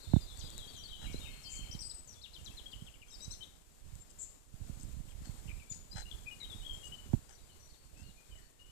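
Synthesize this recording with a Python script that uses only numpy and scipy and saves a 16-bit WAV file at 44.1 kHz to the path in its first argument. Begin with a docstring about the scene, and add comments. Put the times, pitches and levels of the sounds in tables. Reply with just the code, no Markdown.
"""A pine wood with a sandy path, where someone walks holding a phone and songbirds call.
Left, an open port: birds as gliding sines and buzzes of noise, tree echoes as random taps, airy noise,
scuffs and ticks underfoot as ringing grains and snaps. Right, a port under the hand: its hiss, the grip
rumbling as a crowd of small knocks, and a faint trace of the echoes. Knocks on the case sound in either port."""
import sys
import numpy as np
from scipy import signal
from scipy.io import wavfile
from scipy.ndimage import uniform_filter1d

SR = 44100
rng = np.random.default_rng(int(sys.argv[2]) if len(sys.argv) > 2 else 0)


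def store_pcm(level_fs):
    """Save levels as 16-bit WAV."""
    pcm = np.round(np.clip(level_fs, -1, 1) * 32767).astype(np.int16)
    wavfile.write(sys.argv[1], SR, np.atleast_2d(pcm).T)


N = 384111  # length in samples


def gain_of(db):
    """Decibels to amplitude."""
    return 10 ** (np.asarray(db) / 20)


def evened(x):
    """Scales to rms 1."""
    return x / np.sqrt(np.mean(x ** 2) + 1e-20)


def add(mix, s, sound):
    """Mixes a sound in at time s, cut off at the end of the mix."""
    part = mix[round(s * SR):][:len(sound)]
    part += sound[:len(part)]


def resonate(x, hz, width):
    """A resonance of gain 1: shift its pitch down to zero, smooth, shift back."""
    turn = np.exp(2j * np.pi * hz * np.arange(len(x)) / SR)
    r = np.exp(-np.pi * width / SR)
    smooth = signal.lfilter([1 - r], [1, -r], x / turn)
    return 2 * (turn * smooth).real


# Slow swell of the hiss, shared by both ports. 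Each row: time in seconds, treble level in dB.
HISS_SWELL = [(0, -72), (.6, -69), (.98, -73), (1.2, -68), (1.42, -70.5), (1.98, -73.5), (2.28, -76),
              (2.55, -70.5), (3.06, -77), (3.2, -71.5), (3.45, -73.5), (3.65, -78.5), (4.2, -74.5),
              (4.48, -80), (4.7, -73.5), (5.15, -76), (5.3, -71), (5.87, -76), (6.15, -71.5), (6.85, -71),
              (7.4, -76), (7.6, -75), (7.9, -77.5), (8.4, -75.5), (8.55, -80.5), (8.71, -77)]
USUAL_DB = -72.5  # the swell level at which the noise spectra hold


def swell(t):
    """How far the hiss stands over its usual level, in dB."""
    return np.interp(t, *np.transpose(HISS_SWELL)) - USUAL_DB


# The hand shifting on the case. Each row: start in seconds, length in seconds, rumble level in dB.
HAND_SHIFTS = [(0, 0.29, -43), (0.393, 0.23, -45.5), (0.694, 0.24, -53.5), (1.01, 0.22, -37),
               (1.572, 0.27, -41.5), (2.35, 0.19, -46.5), (2.729, 0.16, -48), (3.203, 0.14, -52),
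               (3.845, 0.16, -45), (4.237, .14, -53.5), (4.545, 1.067, -42), (5.71, 0.13, -46.5),
               (5.913, 0.27, -47), (6.458, .5, -46.5), (7.035, .17, -43.5), (7.962, 0.16, -47.5),
               (8.323, .1, -55)]
# a quiet hand rumbles softly, following the hiss (dB per dB); shifts have soft edges
STILL_DB, STILL_FOLLOW, SHIFT_EDGE_S = -54, 1.1, 0.061


def effort_db(t):
    """Rumble level of the quiet hand, and the lift by the shifts, which rise, hold and fall."""
    still_db = STILL_DB + STILL_FOLLOW * swell(t)
    power = 0
    for s, length, db in HAND_SHIFTS:
        to_edge_s = np.minimum(t - s, s + length - t)
        power = power + gain_of(2 * db) * np.clip(to_edge_s / SHIFT_EDGE_S + .5, 0, 1) ** 2
    lift_db = 10 * np.log10(1 + power / gain_of(2 * still_db))
    return still_db, lift_db


RUSTLE = 0.14  # dB of extra hiss per dB of rumble lift, before each port takes its share


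def hiss_db(t):
    """The hiss swells slowly and rustles up when the hand shifts."""
    return swell(t) + RUSTLE * effort_db(t)[1]


def noise(spectrum, level_db, patchy_db=.8, flicker_db=.9):
    """Random short-time spectra with drifting patches and a quick flicker shared by all pitches."""
    t = np.arange(N // 128 + 5) * 128 / SR
    hz = np.fft.rfftfreq(512, 1 / SR)
    a, b, patches = rng.standard_normal((len(t), 257, 3)).T
    patches = evened(uniform_filter1d(uniform_filter1d(patches, 6, 0), 20, 1))
    flicker = evened(uniform_filter1d(rng.standard_normal(len(t)), 6))
    f, db = np.transpose(spectrum)
    colour_db = np.interp(np.log(hz + 1), np.log(f), db)[:, None]
    total_db = colour_db + level_db(t) + patchy_db * patches + flicker_db * flicker
    return signal.istft((a + 1j * b) * gain_of(total_db), nperseg=512, noverlap=384)[1][:N]


# Colour of the open port at its usual level. 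Each row: frequency in Hz, level in dB per bin.
OPEN_AIR = [(30, -66.5), (100, -71), (250, -68), (500, -72), (1000, -77), (2000, -80.5), (4000, -79.5),
            (6000, -80.5), (7500, -72.5), (8500, -77.5), (10000, -83), (14500, -86.5)]


def air():
    """Noise of the open port, following the hiss level almost fully."""
    return noise(OPEN_AIR, lambda t: 0.99 * hiss_db(t))


# Colour of the covered port at its usual level. Each row: frequency in Hz, level in dB per bin.
COVERED_HISS = [(30, -53), (100, -74), (300, -83), (600, -82), (1500, -87.5), (4000, -88), (14500, -89)]


def covered_hiss():
    """Noise of the covered port, following the hiss level a little less."""
    return noise(COVERED_HISS, lambda t: 0.84 * hiss_db(t))


def knock(size, spread=6.2, crest_s=0.00396, peak_s=0.0062, tail=0.25, tick=0.093):
    """A bending wave in the case: the treble arrives first, so the pitch falls as 1 / time."""
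    t = np.arange(1, round(0.088 * size * SR)) / SR / size  # size stretches the whole knock
    blow = np.exp(-(np.log(t / peak_s) / 0.45) ** 2)
    after = tail * (t / 0.012) * np.exp(1 - t / 0.011)
    first = tick * np.exp(-((t - .002) / 0.00047) ** 2)
    falling_wave = np.cos(spread * np.log(t / crest_s))
    return (first + blow + after) * falling_wave * np.cos(np.pi / 2 * t / .07)


def grip():
    """The palm slips on the case: many small knocks of four sizes, dulled by the skin."""
    happens = rng.random((4, N)) < 36 / SR  # 36 slips a second of each size on average
    slips = happens * rng.choice([-1., 1.], (4, N)) * gain_of(4.06 * rng.standard_normal((4, N)))
    rumble = np.zeros(N)
    for x, size, db in zip(slips, (.9, 1.5, 2.4, 3.6), (-4.5, -3.0, 0.0, 0)):
        rumble += signal.oaconvolve(x, knock(size))[:N] * gain_of(db)
    rumble = signal.sosfilt(signal.butter(4, 330, fs=SR, output="sos"), rumble)
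    return evened(rumble) * gain_of(sum(effort_db(np.arange(N) / SR)))


def whistle(hz, db, rough):
    """A sine on a pitch curve; moving leaves on the way make it flutter."""
    drift = rng.standard_normal((2, len(hz) + 400))
    drift = uniform_filter1d(uniform_filter1d(drift, 200), 200)
    a, b = drift[:, 200:-200] * np.sqrt(150)
    shape = np.sin(np.pi * np.linspace(0, 1, len(hz)) ** 0.46) ** 0.15 * gain_of(db)
    shape = shape * np.minimum(np.arange(len(hz)) / (0.057 * len(hz)), 1)  # a soft start
    flutter = np.sqrt(1 - rough ** 2) + rough * (a + 1j * b)
    tone = np.exp(2j * np.pi * np.cumsum(hz) / SR) * flutter
    return np.sqrt(2) * shape * tone.real


# Loose syllables of the far warbler, a flick to one pitch and a slide to another.
# Each row: start in seconds, top of the flick in Hz, end of the slide in Hz, level in dB.
LOOSE_WARBLES = [(.001, 4530, 3580, -59), (1.016, 3340, 2326, -53), (1.22, 3300, 2180, -54.5),
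                 (1.485, 3065, 2224, -61.5), (1.591, 3100, 2224, -62.5), (7.34, 4890, 3370, -68),
                 (7.5, 4310, 4500, -71), (7.67, 4480, 4400, -68), (8.02, 4450, 4240, -66),
                 (8.345, 2150, 1700, -71)]
# its even run of six: the end pitch sinks RUN_SINK_HZ a syllable, the top half as much
RUN_S, RUN_GAP_S, RUN_TOP_HZ, RUN_END_HZ, RUN_SINK_HZ = .095, .1566, 4280, 3636, 107.4
RUN_DB, RUN_SHY_DB = -53, -5.5  # the first syllable is softer by the shy amount
# seconds of start, top, slide end and stop: the run holds its last pitch longer
RUN_SHAPE_S, LOOSE_SHAPE_S = (0, .014, .047, .09), (0, .014, .055, .07)


def warbler():
    """One syllable, sung again and again at other pitches; the run starts shyly."""
    out = np.zeros(N)
    run = []
    for k in range(6):
        top_hz = RUN_TOP_HZ - RUN_SINK_HZ * k / 2
        end_hz = RUN_END_HZ - RUN_SINK_HZ * k
        run.append((RUN_S + k * RUN_GAP_S, top_hz, end_hz, RUN_DB + RUN_SHY_DB / 3 ** k))
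    for rows, shape in ((run, RUN_SHAPE_S), (LOOSE_WARBLES, LOOSE_SHAPE_S)):
        for s, top_hz, end_hz, db in rows:
            turns_hz = (.8 * top_hz, top_hz, end_hz, .97 * end_hz)
            hz = np.interp(np.arange(0, shape[-1], 1 / SR), shape, turns_hz)
            add(out, s, whistle(hz, db, rough=0.92))
    return out


# Knocks on the case. Each row: start in seconds, level in dB, size as a factor on the ring time,
# port (0 left, 1 right).
CASE_KNOCKS = [(.1345, -9, 1.08, 1), (.1612, -12, 1.07, 1), (.475, -48.5, 1.24, 0), (1.142, -29, 0.55, 0),
               (1.746, -31.5, 1.15, 1), (5.2, -40, 1.63, 0), (2.818, -34.5, 1.3, 1), (3.273, -35, 1.46, 1),
               (4.536, -36.5, 1.5, 1), (4.693, -31, 1.16, 1), (5, -35, 1.1, 1), (5.215, -39, 1.14, 0),
               (5.288, -29, 1.58, 1), (5.709, -36, 1.45, 1), (5.95, -31, 1.62, 1), (7.133, -13.5, 1.07, 1),
               (7.142, -21.5, 0.98, 1), (8.294, -49.5, 1.6, 0)]


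def knocks():
    """Blows on the case, each heard in one port only; the harder the blow, the stronger its tick."""
    out = np.zeros((2, N))
    for s, db, size, port in CASE_KNOCKS:
        blow = knock(size, tick=0.12 * gain_of(db + 16))
        add(out[round(port)], s, gain_of(db) * blow)
    return out


def along(length):
    """A 0-1 ramp over a note, with 4 ms to spare for its fades."""
    return np.linspace(0, 1, round((length + .004) * SR))


# Level whistles. Each row: start in seconds, length in seconds, pitch in Hz, level in dB.
HELD_NOTES = [(0.153, 0.081, 6900, -68), (0.372, .1, 8000, -60.5), (.365, 0.033, 4520, -56),
              (.407, 0.065, 4820, -53.5), (0.678, .031, 4490, -56), (1.001, 0.081, 3900, -52.5),
              (1.2, 0.092, 3700, -51.5), (1.304, .16, 4270, -60), (1.444, .32, 3140, -54),
              (1.447, 0.063, 4330, -52.5), (1.589, .095, 4290, -60.5), (1.828, 0.045, 4890, -51),
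              (2.152, 0.053, 3450, -63), (2.388, .016, 2830, -58), (2.512, 0.013, 2655, -52.5),
              (2.66, 0.01, 3270, -46.5), (2.813, 0.0082, 3170, -52), (3.082, 0.011, 3236, -59.5),
              (3.119, .03, 5370, -59), (3.408, 0.021, 3094, -51.5), (4.001, 0.018, 7430, -54.5),
              (5.252, .035, 4350, -59.5), (5.69, 0.035, 3550, -67), (5.916, 0.13, 4070, -54.5),
              (6.261, 0.057, 2466, -47), (6.31, 0.025, 2880, -50), (6.448, 0.011, 3160, -43),
              (6.459, 0.22, 3720, -60), (6.734, 0.026, 7250, -52), (6.833, 0.049, 2893, -50.5),
              (6.922, 0.028, 2973, -45), (7.325, 0.037, 5910, -62), (7.595, .11, 5860, -62.5),
              (8.037, 0.078, 2840, -64.5), (8.157, 0.17, 2440, -71), (8.342, .06, 7740, -69),
              (8.421, 0.041, 4460, -68)]
# Straight glides. Each row: start in seconds, length in seconds, start Hz, end Hz, level in dB.
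GLIDE_NOTES = [(.391, 0.026, 7450, 2950, -47), (1.125, 0.011, 6500, 3980, -56),
               (1.135, .053, 3920, 4230, -52.5), (6.62, .03, 2900, 3250, -57),
               (1.802, .15, 8225, 7820, -45.5), (2.128, .02, 5500, 3400, -60),
               (2.216, 0.013, 3760, 5700, -54), (2.335, .011, 3930, 5600, -55),
               (2.447, 0.016, 7500, 4300, -50.5), (3.104, 0.011, 4960, 6300, -52),
               (3.143, 0.013, 5500, 4420, -47), (3.203, 0.013, 4250, 5700, -50),
               (3.221, .026, 5700, 6330, -49.5), (3.247, .008, 6400, 4290, -45),
               (5.699, .029, 7160, 6770, -41), (5.72, 0.0091, 6830, 2020, -49),
               (5.913, 0.022, 4690, 5170, -51), (6.056, 0.04, 2790, 2900, -54),
               (6.115, 0.014, 3440, 3115, -44), (6.65, 0.1, 3306, 3192, -42),
               (7.96, 0.1, 2540, 2876, -65.5), (7.73, .03, 4300, 3180, -69),
               (8.085, 0.035, 4300, 3220, -66), (8.378, .0092, 7360, 4270, -59),
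               (8.589, 0.13, 2840, 3000, -63)]
# Chirps of a sinking phrase. Each row: start in seconds, start Hz, end Hz, level in dB.
FALLING_CHIRPS = [(2.229, 4430, 2700, -47.5), (2.345, 4110, 3050, -46.5), (2.463, 4130, 3060, -46),
                  (2.571, 4420, 2910, -48), (2.722, 3624, 2720, -47), (2.867, 3580, 2570, -54),
                  (2.941, 3100, 2260, -55), (3.019, 2980, 2220, -57.5), (3.427, 4050, 3120, -48.5)]
FALL_HZ_PER_S = 50000  # all chirps fall at one speed
# Whistles with a strong octave. Each row: start in seconds, length in seconds, start Hz, end Hz,
# level of the lower tone in dB.
OCTAVE_NOTES = [(3.117, 0.031, 3840, 3680, -57.5), (3.205, .054, 3800, 3970, -56),
                (3.306, .02, 3850, 4280, -53.5)]
OCTAVE_DB = 2  # octave over the lower tone


def straight_notes():
    """Notes whose pitch holds or moves in a line, as (s, pitch curve Hz, level dB)."""
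    rows = GLIDE_NOTES + OCTAVE_NOTES
    rows = rows + [(s, n, hz, hz, db) for s, n, hz, db in HELD_NOTES]
    rows += [(s, n, 2 * a, 2 * b, db + OCTAVE_DB) for s, n, a, b, db in OCTAVE_NOTES]
    rows += [(s, (a - b) / FALL_HZ_PER_S, a, b, db) for s, a, b, db in FALLING_CHIRPS]
    return [(s, a + (b - a) * along(n), db) for s, n, a, b, db in rows]


# Hooks, a quick drop onto a level whistle. Each row: start in seconds, length in seconds,
# start Hz, settled Hz, level in dB.
HOOK_NOTES = [(.205, .05, 5300, 4700, -58.5), (0.524, 0.043, 4680, 4450, -55.5),
              (0.837, 0.031, 4780, 4350, -50), (.763, .057, 7400, 5870, -56),
              (1.431, 0.078, 7100, 4790, -54), (1.555, 0.027, 4870, 4300, -50.5),
              (1.943, .066, 8600, 7970, -47.5), (2.073, .056, 8300, 5800, -52.5),
              (5.493, .025, 2690, 2393, -50.5), (5.599, .035, 2780, 2300, -57),
              (6.402, 0.048, 4290, 3780, -47.5), (6.501, 0.045, 3890, 3380, -47.5),
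              (7.492, 0.056, 3240, 2930, -65.5), (8.31, 0.059, 3180, 2955, -59.5)]
SETTLE_S = .008  # time constant of the drop


def hook_notes():
    """Notes whose pitch settles exponentially, as (s, pitch curve Hz, level dB)."""
    return [(s, b + (a - b) * np.exp(-along(n) * n / SETTLE_S), db) for s, n, a, b, db in HOOK_NOTES]


# Arches, up to a top and down again. Each row: start in seconds, length in seconds, foot Hz, top Hz,
# place of the top from 0 to 1, level in dB.
ARCH_NOTES = [(1.713, 0.037, 3800, 5970, 0.35, -47.5), (1.792, 0.038, 3960, 5910, 0.31, -45),
              (1.898, .016, 3680, 5150, .3, -45.5), (3.084, 0.027, 5100, 6500, 0.3, -60),
              (3.31, .039, 5030, 6300, .5, -47.5), (3.324, 0.016, 3370, 4400, .4, -50.5),
              (5.085, .04, 1920, 3400, 0.38, -64.5), (5.48, .014, 2300, 3090, 0.5, -58),
              (2.716, 0.0123, 3600, 5000, .5, -58)]


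def arch_notes():
    """Notes on a parabola bent to put its top early or late, as (s, pitch curve Hz, level dB)."""
    notes = []
    for s, n, foot_hz, top_hz, place, db in ARCH_NOTES:
        bent = along(n) ** (np.log(.5) / np.log(np.clip(place, .1, .9)))
        notes.append((s, foot_hz + (top_hz - foot_hz) * 4 * bent * (1 - bent), db))
    return notes


def whistles():
    """The near birds' whistled notes, each a fluttering sine on its pitch curve."""
    out = np.zeros(N)
    for s, hz, db in straight_notes() + hook_notes() + arch_notes():
        add(out, s - .002, whistle(hz, db, rough=0.58))
    return out


def trunks(x, t60, late_db, gap_s=0.0034):
    """Echoes from near boughs, then far trunks: sparse random taps; swaying keeps changing the paths."""
    out = np.zeros(N)
    sway = np.arange(N) / SR * 2 * np.pi * 7  # 7 Hz
    at = np.arange(0, SR // 2 - 40, 40)
    for k in range(3):
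        taps = np.zeros(SR // 2)
        here = at + rng.integers(0, 40, len(at))
        boughs = gain_of(-60 * here / SR / 0.032)
        far_trunks = gain_of(late_db - 60 * here / SR / t60)
        taps[here] = rng.choice([-1., 1.], len(at)) * (here > gap_s * SR) * (boughs + far_trunks)
        share = np.sqrt(2 / 3) * np.cos(sway + k * np.pi / 3)
        out += share * signal.oaconvolve(x, taps / np.linalg.norm(taps))[:N]
    return out


# Twigs ticking underfoot. Each row: start in seconds, level in dB.
TWIG_TICKS = [(0.3743, -33), (0.5037, -29), (0.5801, -25), (3.9545, -35)]


def ticks():
    """Twigs underfoot: single bright snaps of two sines that die within milliseconds."""
    out = np.zeros(N)
    t = np.arange(130) / SR
    ring = np.sin(2 * np.pi * 7600 * t) + 0.15 * np.sin(2 * np.pi * 11500 * t)
    for s, db in TWIG_TICKS:
        add(out, s, gain_of(db) * np.exp(-t / 0.00045) * ring)
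    return out


# Scuffs of a sole on sand. Each row: start in seconds, length in seconds, level in dB,
# brightness in dB per octave around 2500 Hz.
SAND_SCUFFS = [(1.008, 0.063, -55.5, -1.5), (4.094, 0.024, -57, 11), (4.786, 0.08, -56.5, 14),
               (5.246, 0.033, -56, 3.5), (5.7, 0.091, -56, 15), (5.951, 0.081, -47.5, 0.4),
               (6.833, 0.062, -53.5, 24), (7.28, 0.071, -59.5, 1.5), (7.958, 0.089, -63, 3)]
# Resonances a scuff rings in. Each row: frequency in Hz, width in Hz, level in dB before brightness.
SOLE_RINGS = [(800, 420, 10), (1530, 810, 8.5), (3050, 670, 4), (5230, 990, 4.5), (6410, 310, 9),
              (7670, 1170, 4.5)]


def scuffs():
    """A sole on sand: dense grains of uneven strength ringing in the sole."""
    out = np.zeros(N)
    for s, length, db, bright_db in SAND_SCUFFS:
        u = np.linspace(0, 1, round(length * SR))
        grains = rng.standard_normal(len(u))
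        uneven = evened(uniform_filter1d(rng.standard_normal(len(u)), 60))
        grains = grains * gain_of(5.0 * uneven)
        ring = np.zeros(len(u))
        for f, w, d in SOLE_RINGS:
            tilt_db = bright_db * np.log2(f / 2500)
            ring += gain_of(d + tilt_db) * resonate(resonate(grains, f, w), f, w)
        shape = signal.windows.tukey(len(u), .4) * (1.3 - 0.25 * u)
        add(out, s, gain_of(db) * evened(ring) * shape)
    return out


# Buzzy calls. Each row: start in seconds, length in seconds, centre Hz, width Hz, level in dB.
BUZZY_CALLS = [(1.487, 0.11, 7160, 1030, -45.5), (5.49, 0.033, 2320, 300, -55.5),
               (6.4, .035, 2100, 220, -59.5), (4.183, 0.076, 7360, 920, -42.5)]


def buzzes():
    """Noise in the throat: a double resonance under a rounded swell."""
    out = np.zeros(N)
    for s, length, hz, width, db in BUZZY_CALLS:
        u = np.linspace(0, 1, round(length * SR))
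        throat = resonate(resonate(rng.standard_normal(len(u)), hz, width), hz, width)
        add(out, s, gain_of(db) * evened(throat) * np.sin(np.pi * u) ** 0.54)
    return out


def scene():
    """Open port left, covered port right."""
    near = whistles() + buzzes()
    far = warbler()
    near_echo = gain_of(-2.0) * trunks(near, t60=0.45, late_db=-13.5)
    far_echo = gain_of(4) * trunks(far, t60=0.94, late_db=3)
    echo = near_echo + far_echo
    left = near + far + echo + air() + scuffs() + ticks()
    right = gain_of(-32) * echo + covered_hiss() + grip()
    return np.array([left, right]) + knocks()


EDGE_HZ = 14550  # upper band edge


def record(dry):
    """The band limit: a steep lowpass on both ports."""
    lowpass = signal.firwin(511, EDGE_HZ, window=("kaiser", 9), fs=SR)
    return signal.oaconvolve(dry, lowpass[None], "same")


dry = scene()
out = record(dry)
store_pcm(out)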